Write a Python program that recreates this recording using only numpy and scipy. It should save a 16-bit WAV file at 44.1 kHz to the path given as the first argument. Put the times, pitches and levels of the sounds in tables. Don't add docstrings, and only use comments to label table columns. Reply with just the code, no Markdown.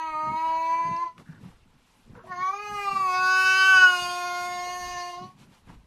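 import sys
import numpy as np
from scipy import signal
from scipy.io import wavfile
from scipy.ndimage import uniform_filter1d, minimum_filter1d

SR = 44100
rng = np.random.default_rng(int(sys.argv[2]) if len(sys.argv) > 2 else 0)


def nominal_scale(level):
    x = np.asarray(level, float) / 20
    return 10 ** x


def digitize_waveform(pressure):
    field = np.atleast_2d(pressure).T
    bounded = np.clip(field, -1, 1)
    quanta = np.round(bounded * 32767).astype(np.int16)
    wavfile.write(sys.argv[1], SR, quanta)


N = 258426
STEP = 64

# t/s, f/Hz
PITCH = [
    [(0.0, 321.2), (.06, 319.1), (.15, 309.3), (.29, 311.9), (.45, 324.2), (.52, 323.2), (.75, 331.6),
     (.98, 337), (1.03, 345), (1.09, 333)],
    [(2.3, 372.6), (2.34, 355.7), (2.38, 357.7), (2.446, 375), (2.48, 377), (2.54, 399), (2.62, 417),
     (2.746, 413), (2.88, 397.5), (3.0, 385), (3.1, 366.5), (3.3, 373.1), (3.56, 377.9), (3.7, 380.5),
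     (3.98, 356.1), (4.32, 354.9), (4.75, 358.3), (5.1, 354), (5.145, 352), (5.17, 357.7), (5.2, 359),
     (5.245, 367), (5.31, 368)],
]
# t/s, level/dB, throat resonance f/Hz, upper overtones share/dB, nose share/dB
EFFORT = [
    [(0.0, -30.5, 1010, -13.5, -29), (.13, -29, 1105, -16, -16), (.27, -28.5, 1128, -17.5, -14),
     (.4, -26.5, 930, -18, -23), (.53, -22.5, 943, -23, -18.5), (.74, -26.5, 924, -15.5, -19),
     (.8, -25, 939, -19, -23), (.97, -33, 981, -12, -14.5), (1.025, -30, 950, -17, -29),
     (1.065, -33, 951, -20, -20.5)],
    [(2.32, -33, 1176, -8, -6.5), (2.44, -26.5, 1100, -15, -15), (2.54, -30, 1200, -12, -4),
     (2.62, -40, 1360, -2.5, -2.5), (2.83, -34, 1355, -4, -2), (2.93, -25.5, 1110, -13.5, -14),
     (3.05, -25, 1080, -17, -15), (3.15, -26.5, 1230, -6, -3.5), (3.25, -23, 1344, -12, -12.5),
     (3.42, -19, 1430, -8, -22.5), (3.62, -16.5, 1580, -9, -25), (3.85, -13.5, 1510, -12.5, -21),
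     (3.97, -27, 1214, -6.5, -9), (4.15, -30.5, 1200, -7, -6), (4.4, -31.5, 1255, -7.5, -3.5),
     (4.57, -31, 1080, -9, -4.5), (5, -33.5, 1040, -7, -5.5), (5.11, -41, 1050, -3, 2),
     (5.21, -38, 1060, -15, -5.5)],
]
ATTACK_DB_PER_S = [
    [300, 560],
]
RELEASE_DB_PER_S = [
    [1000, 310],
]
# t/s, width/s, change/dB
ECHO_BEATS = [(.12, .012, -8), (.322, .008, -5), (.735, .015, 2), (.83, .012, -2), (.9, .02, -2),
              (.77, .012, -3), (1.052, .006, -6), (2.36, .012, -8), (2.49, .015, 3), (2.523, .006, -22),
              (2.537, .005, 4), (2.552, .006, -6), (2.58, .006, -6), (2.885, .012, 6), (2.903, .005, -12),
              (2.918, .006, 3), (2.94, .01, -9), (2.97, .01, 4), (2.988, .005, -10), (3.62, .015, 1.5),
              (3.755, .016, 3), (3.71, .03, -1.5), (3.802, .012, -8), (3.84, .01, 0), (3.885, .007, -2),
              (2.421, .005, -3), (2.434, .007, 3), (3.915, .006, -4), (5.12, .008, -4), (5.165, .008, -4)]
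# t/s, level/dB
CHEST = [(0, -54.5), (.3, -51.5), (1.02, -54), (1.06, -53.5), (1.085, -79), (2.3, -55.5), (2.47, -54.5),
         (2.55, -47.5), (2.85, -44), (2.96, -49), (3.05, -46.5), (3.3, -45), (3.65, -44), (3.85, -45.5),
         (4.05, -48), (4.8, -51.5), (5.18, -53.5), (5.24, -47), (5.3, -78)]
# t/s, mouth f/Hz, upper resonance f/Hz, its level/dB, treble re upper overtones/dB
MOUTH = [(0, 2270, 4300, -14, -26), (.25, 2140, 4120, -12, -21.5), (.5, 2350, 4070, -6, -21),
         (.74, 2200, 4300, -27, -24), (1.0, 2070, 4320, -15, -25.5), (2.3, 1760, 4280, -28, -33),
         (2.4, 1900, 4334, -16, -24), (2.47, 2370, 4295, -29, -19), (2.6, 2350, 4600, -20, -24),
         (2.75, 2380, 4640, -24, -18), (2.9, 2530, 4530, -13, -17), (3.03, 2510, 4615, -8, -13),
         (3.15, 2384, 4700, -14, -18), (3.25, 2700, 4850, 0, -13), (3.45, 2640, 5060, -11, -17),
         (3.6, 2860, 4820, -13, -17.5), (3.75, 2810, 4900, -15.5, -17), (3.85, 2930, 5010, -11, -16),
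         (4.04, 2717, 4660, -4.5, -8.5), (4.29, 2190, 4490, -5, -11), (4.45, 2080, 4600, -8.5, -9),
         (4.7, 1940, 4460, -7, -9), (4.95, 1940, 4690, -4, -11), (5.1, 2035, 4480, -0.5, -14),
         (5.2, 2000, 4340, 14, -16.5), (5.3, 2010, 4460, 13, -28)]
# t/s, breath re upper overtones/dB
HOARSE = [(0, -22), (.3, -24), (.95, -21), (1.06, -9), (2.3, -19), (2.45, -20), (2.95, -18), (3.15, -25),
          (3.85, -24), (4.1, -15.5), (4.5, -15), (5.08, -13), (5.24, -9)]
# t/s, f/Hz, change/dB
NASAL_POCKET = [(0, 5420, -13.5), (.4, 5330, -9), (.41, 1340, 5.5), (.55, 1350, -9.5), (.65, 1310, -22),
                (.75, 1320, -16), (.9, 1345, -20), (1.05, 1370, -6), (2.3, 2600, -37), (2.5, 2760, -25),
                (2.7, 3640, -18), (3.1, 2950, -17), (3.4, 3310, -20), (3.72, 3540, -6.5), (3.84, 3410, -23),
                (3.97, 3234, -17), (4.08, 3200, 7), (4.12, 3400, 10.5), (4.6, 3600, 6), (4.65, 3000, 15),
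                (4.9, 2900, 10), (5.15, 2970, 20.5)]
# t/s, f/Hz, change/dB
PALATE_POCKET = [(0, 3540, -4), (.25, 3570, -10), (.55, 3570, -12.5), (.65, 3290, -5), (.95, 3370, -9.5),
                 (1.06, 3400, -9), (2.3, 1950, 7), (2.52, 1960, -8), (2.62, 2050, 1), (2.95, 1580, -7.5),
                 (3.0, 1520, -12), (3.1, 1740, -14), (3.25, 1870, -6), (3.599, 1853, -4), (3.841, 1850, -7),
                 (3.96, 1764, -4.5), (4.15, 1780, -4.5), (4.32, 1800, -8), (4.5, 1780, -3.5),
                 (4.7, 1500, -5), (4.92, 1420, -6), (5.16, 1420, -1)]
# t/s, f/Hz, change/dB
SINUS_POCKET = [(0, 5800, -4), (0.449, 5650, -11), (.6, 5740, -2.5), (.75, 5150, -10), (.87, 5370, -14),
                (1.0, 5300, -4), (2.3, 5315, -9), (2.52, 6610, -3), (2.7, 6500, 10), (2.88, 6110, -20),
                (3.0, 6000, -16), (3.12, 5225, 1), (3.3, 5300, -8), (3.5, 6200, -4), (3.749, 5960, -3.5),
                (4.0, 5280, -8.5), (4.2, 5690, 8), (4.45, 5570, 9), (4.6, 5330, 10), (4.75, 6270, 12),
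                (5.04, 5960, 13.5), (5.16, 6020, 14)]
# t/s, low-overtone depth [0-1], upper-overtone depth [0-1]
FLUTTER = [(0, .08, .4), (.15, .06, .33), (.95, .05, .25), (1.06, .3, .6), (2.3, .15, .55), (2.55, .15, .5),
           (2.62, .4, .35), (2.82, .35, .3), (2.87, .1, .35), (3.05, .06, .3), (3.2, .03, .12),
           (3.7, .03, .12), (3.9, .05, .35), (3.96, .15, .3), (4.1, .05, .24), (5.05, .05, .27),
           (5.2, .2, .4)]
# f/Hz, level/dB
TREBLE_SHAPE = [(6500, 7), (7050, -8), (7500, -12.5), (8300, -7.5), (9530, -13), (10500, -11.5),
                (12700, -15.5), (14600, -19.5)]
# shift/Hz, from f/Hz, to f/Hz
SHIFTS = [
    (SR / 8, 6540, 12060),
    (SR * 7 / 32, 12060, 14500),
]
# t/s, width/s, level/dB
PUSHES = [(.16, 0.014, -60), (.29, 0.031, -40), (.49, 0.017, -51), (.77, 0.041, -59), (.885, 0.028, -38),
          (1.2, 0.018, -47.5), (1.33, 0.043, -51), (1.455, 0.029, -47.5), (1.99, 0.021, -63),
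          (2.13, 0.037, -49), (2.29, 0.062, -54), (2.4, 0.014, -44), (2.72, 0.028, -48.5),
          (2.96, 0.044, -48), (3.3, 0.18, -58), (3.78, 0.097, -58), (4.04, 0.059, -54), (4.49, 0.061, -54),
          (4.87, 0.1, -56.5), (5.23, 0.033, -49), (5.43, 0.064, -55.5), (5.705, 0.026, -46),
          (5.8, 0.079, -64)]
# t/s, width/s, level/dB
JOLTS = [(.11, 0.033, -60), (.28, 0.019, -63), (0.869, 0.035, -65), (1.5, 0.042, -59), (2.12, 0.044, -60),
         (2.758, 0.029, -54), (3.171, 0.043, -65), (3.77, 0.046, -52), (4.03, 0.035, -62),
         (4.87, 0.046, -48), (5.74, 0.063, -52)]
# t/s, width/s, low level/dB, high level/dB
RUSTLES = [(1.2, .014, -55, -62), (1.3, .04, -66, -67), (1.46, .05, -60, -64.5), (1.92, .12, -72, -69),
           (2.17, .015, -58, -70), (2.28, .03, -57, -64), (4.875, .02, -57, -58), (5.26, .03, -62, -64),
           (5.415, .025, -62, -60), (5.54, .03, -63, -63.5), (5.705, .03, -57, -63.5)]
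# f/Hz, density level/dB per Hz
RUSTLE_SHAPE = [(270, -29.5), (430, 1.5), (510, -13), (840, -1.5), (1510, -7.5), (4390, -20.5),
                (12800, -29), (14600, -38)]
# t/s, peak level/dB, ring f/Hz, t60/s, width/octaves
TICKS = [
    (0.964, -40.5, 5100, 0.035, .15),
    (1.18, -37.5, 1480, 0.027, 1.6),
    (1.2, -45, 1136, 0.036, .8),
    (4.88, -51, 12100, 0.021, .75),
    (2.152, -44, 1100, .04, 1.2),
    (4.884, -47, 15240, .04, 0.063),
    (2.715, -49, 1950, .04, 0.53),
    (5.245, -47.5, 4440, 0.045, 0.18),
    (5.7, -43, 870, 0.035, .7),
]
# t/s, peak level/dB, f/Hz, t60/s
KNOCKS = [
    (1.193, -47, 172, .1),
    (1.289, -33.5, 160, .11),
    (1.33, -46, 190, .1),
    (1.41, -39, 201, 0.06),
    (1.43, -44, 190, 0.038),
    (1.447, -36, 162, 0.086),
    (1.469, -37, 173, 0.079),
]
# t/s, length/s, level/dB, f/Hz, width/Hz
CREAKS = [
    (1.255, 0.14, -59, 1580, 350),
    (2.149, 0.1, -59, 1510, 300),
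    (2.15, 0.07, -56, 960, 120),
    (2.19, .05, -54, 1200, 300),
    (2.25, .045, -52, 1020, 90),
    (2.155, 0.07, -51, 490, 70),
    (2.24, .06, -55, 680, 80),
    (5.2, .09, -66, 1100, 120),
]
# from t/s, to t/s, from f/Hz, to f/Hz
EMPTY = [(0, .24, 4700, 5900), (.33, .36, 5000, 5900), (.74, .9, 5250, 5750), (2.16, 2.25, 7500, 8700),
         (2.3, 2.62, 7000, 8600), (2.45, 2.5, 2600, 3000), (2.86, 2.91, 5800, 6400),
         (3.0, 3.08, 5900, 6300), (3.82, 3.88, 3250, 3500)]

MOUTH_WIDTH_HZ, UPPER_WIDTH_HZ = 373, 400
TOP_HZ, TOP_WIDTH_HZ, TOP_DB = 6376, 530, -19
SIDE_HZ, SIDE_WIDTH_HZ, SIDE_DB = 1750, 300, -13
THROAT_Q, THROAT_STEEPNESS, SOURCE_DB_PER_ORDER, ABOVE_DB_PER_OCTAVE = 6.5, 0.88, 3.5, -25.5
THROAT_HISS_DB = -15.5
POCKET_WIDTH_HZ, FLUTTER_PER_S = 430, 30
PUSH_FLOOR_DB, JOLT_FLOOR_DB, LOW_FLOOR_DB, HIGH_FLOOR_DB = -67, -65, -70, -72.5
TAIL_STRETCH = 1.4
ROOM_T60_S, ROOM_DB = 0.26, -19
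STARVED_DB, STARVED_SPREAD_DB, HOLE_DB = -21, 8.0, -30
EMPTY_DB, CUTOFF_HZ = -11.5, 14550


def cat(jitter=0.0011):
    pitch_hz = uniform_filter1d(joined(PITCH)[0], size=25)
    upper_share_db = joined(EFFORT)[2]
    hoarse_db = joined([HOARSE])[0]
    level_db = breath_level()
    s, width_s, change_db = np.transpose(ECHO_BEATS)
    echo_beat_db = change_db @ bell(s, width_s)
    upper_level_db = level_db + upper_share_db + 0.084 * echo_beat_db

    shaky_hz = pitch_hz * (1 + jitter * (1 + 6 * nominal_scale(hoarse_db)) * drift(31))
    phase = 2 * np.pi * np.cumsum(full(shaky_hz)) / SR
    voice = low_overtones(pitch_hz, phase, level_db, echo_beat_db)
    voice += upper_overtones(pitch_hz, phase, upper_level_db, hoarse_db)
    voice += breath(phase, level_db, upper_level_db, hoarse_db)
    return voice, shifted_treble(pitch_hz, phase, upper_level_db)


def breath_level():
    t = np.arange(N // STEP + 2) * STEP / SR
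    each = []
    for call, rise, fall in zip(EFFORT, ATTACK_DB_PER_S[0], RELEASE_DB_PER_S[0]):
        held_db = np.interp(t, *np.transpose(call)[:2])
        before_s = (call[0][0] - t).clip(0)
        after_s = (t - call[-1][0]).clip(0)
        each.append(held_db - rise * before_s - fall * after_s ** 1.75 * 3)
    return np.max(each, axis=0)


def low_overtones(pitch_hz, phase, level_db, echo_beat_db, wander_db=0.5):
    throat_hz, _, nose_db = joined(EFFORT)[1:]
    orders = np.arange(3, 5)[:, None]
    ratio = orders * pitch_hz / throat_hz
    resonance = ((1 - ratio ** 2) ** 2 + (ratio / THROAT_Q) ** 2) ** (-THROAT_STEEPNESS / 2)
    tilt_db = SOURCE_DB_PER_ORDER * orders + ABOVE_DB_PER_OCTAVE * np.log2(ratio).clip(0)
    throat = resonance * nominal_scale(tilt_db) * pockets(ratio * throat_hz)
    nose = nominal_scale(level_db + nose_db + .5 * echo_beat_db)
    gains = np.vstack([nose, evened(throat, level_db + echo_beat_db)])
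    gains = gains * nominal_scale(wander_db * np.array([drift(6.0) for k in range(3)]))
    chest = nominal_scale(np.minimum(joined([CHEST])[0], level_db + 21))
    low_depth = joined([FLUTTER])[0]
    return overtones(range(1, 5), np.vstack([chest, gains * flutter(low_depth, count=3)]), phase)


def upper_overtones(pitch_hz, phase, level_db, hoarse_db):
    mouth_hz, upper_hz, upper_db, _ = joined([MOUTH])
    orders = np.arange(5, 21)
    hz = orders[:, None] * pitch_hz
    tract = hump(hz, mouth_hz, MOUTH_WIDTH_HZ)
    tract = tract + nominal_scale(upper_db) * hump(hz, upper_hz, UPPER_WIDTH_HZ)
    tract = tract + nominal_scale(TOP_DB) * hump(hz, TOP_HZ, TOP_WIDTH_HZ)
    tract = tract + nominal_scale(SIDE_DB) * hump(hz, SIDE_HZ, SIDE_WIDTH_HZ)
    tract = tract * pockets(hz)
    fast_share = .8 + 3 * nominal_scale(hoarse_db)
    wander = nominal_scale(1.7 * np.array([.7 * drift(3.94) + fast_share * drift(14) for k in orders]))
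    gains = evened(tract * wander * (hz < SHIFTS[0][1]), level_db)
    high_depth = joined([FLUTTER])[1]
    return overtones(orders, gains * flutter(high_depth, count=16), phase)


def breath(phase, level_db, upper_level_db, hoarse_db):
    mouth = .65 * band(2000, 3200) + .55 * band(4100, 4900) + .35 * band(5600, 6500)
    out = nominal_scale(full(upper_level_db + hoarse_db)) * (1 + .9 * np.sin(phase)) * mouth
    out += nominal_scale(full(level_db - 34)) * band(1200, 1900)
    throat_db = level_db.clip(-90, -27) + hoarse_db + THROAT_HISS_DB + 4 * drift(8)
    return out + nominal_scale(full(throat_db)) * band(420, 950)


def shifted_treble(pitch_hz, phase, upper_level_db):
    treble_db = upper_level_db + joined([MOUTH])[3]
    treble = nominal_scale(full(treble_db - 16)) * band(6700, 14500, order=4)
    orders = np.arange(2, 22)
    gains = []
    for shift_hz, low_hz, high_hz in SHIFTS:
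        hz = orders[:, None] * pitch_hz + shift_hz
        gains.append(nominal_scale(at_hz(TREBLE_SHAPE, hz)) * (hz > low_hz) * (hz < high_hz))
    gains = np.concatenate(gains)
    gains = evened(gains * nominal_scale(3.5 * np.array([drift(4.6) for g in gains])), treble_db)
    for (shift_hz, _, _), part in zip(SHIFTS, np.split(gains, len(SHIFTS))):
        used = part.any(axis=1)
        treble = treble + overtones(orders[used], part[used], phase, shift_hz)
    return treble


def overtones(orders, gains, phase, shift_hz=0):
    carrier = 2 * np.pi * shift_hz * np.arange(N) / SR
    out = np.zeros(N)
    for k, gain in zip(orders, gains):
        out += np.sqrt(2) * full(gain) * np.sin(k * phase + carrier + rng.uniform(0, 2 * np.pi))
    return out


def evened(gains, level_db):
    return gains / np.sqrt(np.sum(gains ** 2, axis=0) + 1e-20) * nominal_scale(level_db)


def hump(hz, centre_hz, width_hz):
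    return (1 + (2 * (hz - centre_hz) / width_hz) ** 2) ** -.7


def pockets(hz):
    total_db = 0
    for pocket in (NASAL_POCKET, PALATE_POCKET, SINUS_POCKET):
        centre_hz, db = joined([pocket])
        total_db = total_db + db / (1 + (2 * (hz - centre_hz) / POCKET_WIDTH_HZ) ** 4)
    return nominal_scale(total_db)


def flutter(depth, count):
    beats = np.array([drift(FLUTTER_PER_S) for k in range(count)])
    return (1 + depth * beats) / np.sqrt(1 + depth ** 2)


def room(x):
    t = np.arange(int(.5 * SR)) / SR
    noise = rng.standard_normal(len(t))
    dull = signal.lfilter([.3], [1, -.7], noise)
    echo = dull * nominal_scale(-60 * t / ROOM_T60_S) + .5 * noise * nominal_scale(-60 * t / (0.029 * ROOM_T60_S))
    echo = echo * (t > .004)
    return signal.fftconvolve(x, echo / np.sqrt(np.sum(echo ** 2)))[:N]


def contacts():
    out, t = np.zeros(N), np.arange(N) / SR
    for s, db, hz, t60_s, octaves in TICKS:
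        age = (t - s).clip(0)
        half = 2 ** (octaves / 2)
        out += (t >= s) * nominal_scale(db - 60 * age / t60_s) * band(hz / half, hz * half) / 2
    for s, db, hz, t60_s in KNOCKS:
        age = (t - s).clip(0)
        rise = 1 - np.exp(-age / 0.0056)
        out += nominal_scale(db - 60 * age / t60_s) * rise * 2 * np.sin(2 * np.pi * hz * age)
    for s, length_s, db, hz, width_hz in CREAKS:
        swell = np.abs(np.sin(np.pi * ((t - s) / length_s).clip(0, 1) ** 0.5) ** 0.4)
        rough = nominal_scale(db + 2.8 * full(drift(60)))
        out += rough * swell * band(hz - width_hz / 2, hz + width_hz / 2)
    return out


def bedding(lumpy_db=2.2, under_db=-16, restless_db=3.0, duck_db=-4):
    thump_db = swells(*np.transpose(PUSHES), PUSH_FLOOR_DB + restless_db * drift(5.4))
    rumble_db = swells(*np.transpose(JOLTS), JOLT_FLOOR_DB + restless_db * drift(2.4))
    out = nominal_scale(full(thump_db)) * unit(band(100, 241.0) * nominal_scale(lumpy_db * full(drift(40))))
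    out += nominal_scale(full(rumble_db)) * band(3.3, 72)

    s, width_s, low_db, high_db = np.transpose(RUSTLES)
    duck = duck_db * ((breath_level() + 35) / 15).clip(0, 1)
    cloth_db = swells(s, width_s, low_db, LOW_FLOOR_DB + duck)
    low_db = 10 * np.log10(nominal_scale(cloth_db) ** 2 + nominal_scale(thump_db + under_db) ** 2)
    high_db = swells(s, width_s, high_db, HIGH_FLOOR_DB + duck)
    edges_hz = 270 * 2 ** np.arange(0, 5.8, 1 / 2)
    for level_db, part in ((low_db, edges_hz[:7]), (high_db, edges_hz[6:])):
        rustle = np.zeros(N)
        for a, b in zip(part, part[1:]):
            density_db = at_hz(RUSTLE_SHAPE, np.sqrt(a * b)) + 1.5 * full(drift(28))
            rustle += nominal_scale(density_db) * np.sqrt(b - a) * band(a, b)
        out += nominal_scale(full(level_db)) * unit(rustle)
    return out


def swells(s, width_s, db, floor_db):
    power = np.sum((nominal_scale(db)[:, None] * bell(s, width_s, TAIL_STRETCH)) ** 2, axis=0)
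    return 10 * np.log10(nominal_scale(floor_db) ** 2 + power)


def thinned(x):
    hz, s, z = signal.stft(x, SR, "hann", nperseg=1024, noverlap=768)
    near = -minimum_filter1d(-np.abs(z), size=11, axis=0)
    luck = rng.standard_normal((len(hz) // 4 + 1, len(s)))
    luck = uniform_filter1d(luck, size=30, axis=1) * np.sqrt(30)
    luck = np.repeat(luck, 4, axis=0)[:len(hz)]
    margin_db = 20 * np.log10(np.abs(z) / near + 1e-9) - STARVED_DB - STARVED_SPREAD_DB * luck
    hole_db = HOLE_DB / (1 + np.exp(margin_db.clip(-40, 40) / 2))
    keep = nominal_scale(hole_db * (hz[:, None] / 1500).clip(0, 1))
    for start_s, end_s, low_hz, high_hz in EMPTY:
        in_band = (hz[:, None] > low_hz) & (hz[:, None] < high_hz)
        keep = keep * np.where(in_band & (s > start_s) & (s < end_s), nominal_scale(EMPTY_DB), 1)
    y = signal.istft(z * keep, SR, "hann", nperseg=1024, noverlap=768)[1][:N]
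    return signal.sosfilt(signal.cheby2(14, 60, CUTOFF_HZ + 150, fs=SR, output="sos"), y)


def unit(x):
    return x / np.sqrt(np.mean(x ** 2) + 1e-20)


def band(low_hz, high_hz, order=2):
    sos = signal.butter(order, [low_hz, high_hz], "band", fs=SR, output="sos")
    return unit(signal.sosfilt(sos, rng.standard_normal(N)))


def drift(rate_hz):
    r = np.exp(-2 * np.pi * STEP * rate_hz / SR)
    noise = rng.standard_normal(N // STEP + 502)
    return unit(signal.lfilter([1], [1, -2 * r, r * r], noise)[500:])


def bell(s, width_s, stretch=1):
    away = (np.arange(N // STEP + 2) * STEP / SR - s[:, None]) / width_s[:, None]
    return np.exp(-.5 * np.where(away > 0, away / stretch, away) ** 2)


def joined(calls):
    s, *columns = np.transpose(np.concatenate(calls))
    t = np.arange(N // STEP + 2) * STEP / SR
    return np.array([np.interp(t, s, c) for c in columns])


def full(slow):
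    return np.interp(np.arange(N) / STEP, np.arange(len(slow)), slow)


def at_hz(points, hz):
    points_hz, db = np.transpose(points)
    return np.interp(np.log(hz), np.log(points_hz), db)


def scene():
    voice, treble = cat()
    mix = voice + nominal_scale(ROOM_DB) * room(voice) + treble + bedding()
    return (thinned(mix) + contacts())[None]


def top_cut(x):
    return signal.sosfilt(signal.butter(12, 15630, fs=SR, output="sos"), x)


def record(dry):
    return top_cut(dry)


dry = scene()
out = record(dry)
digitize_waveform(out)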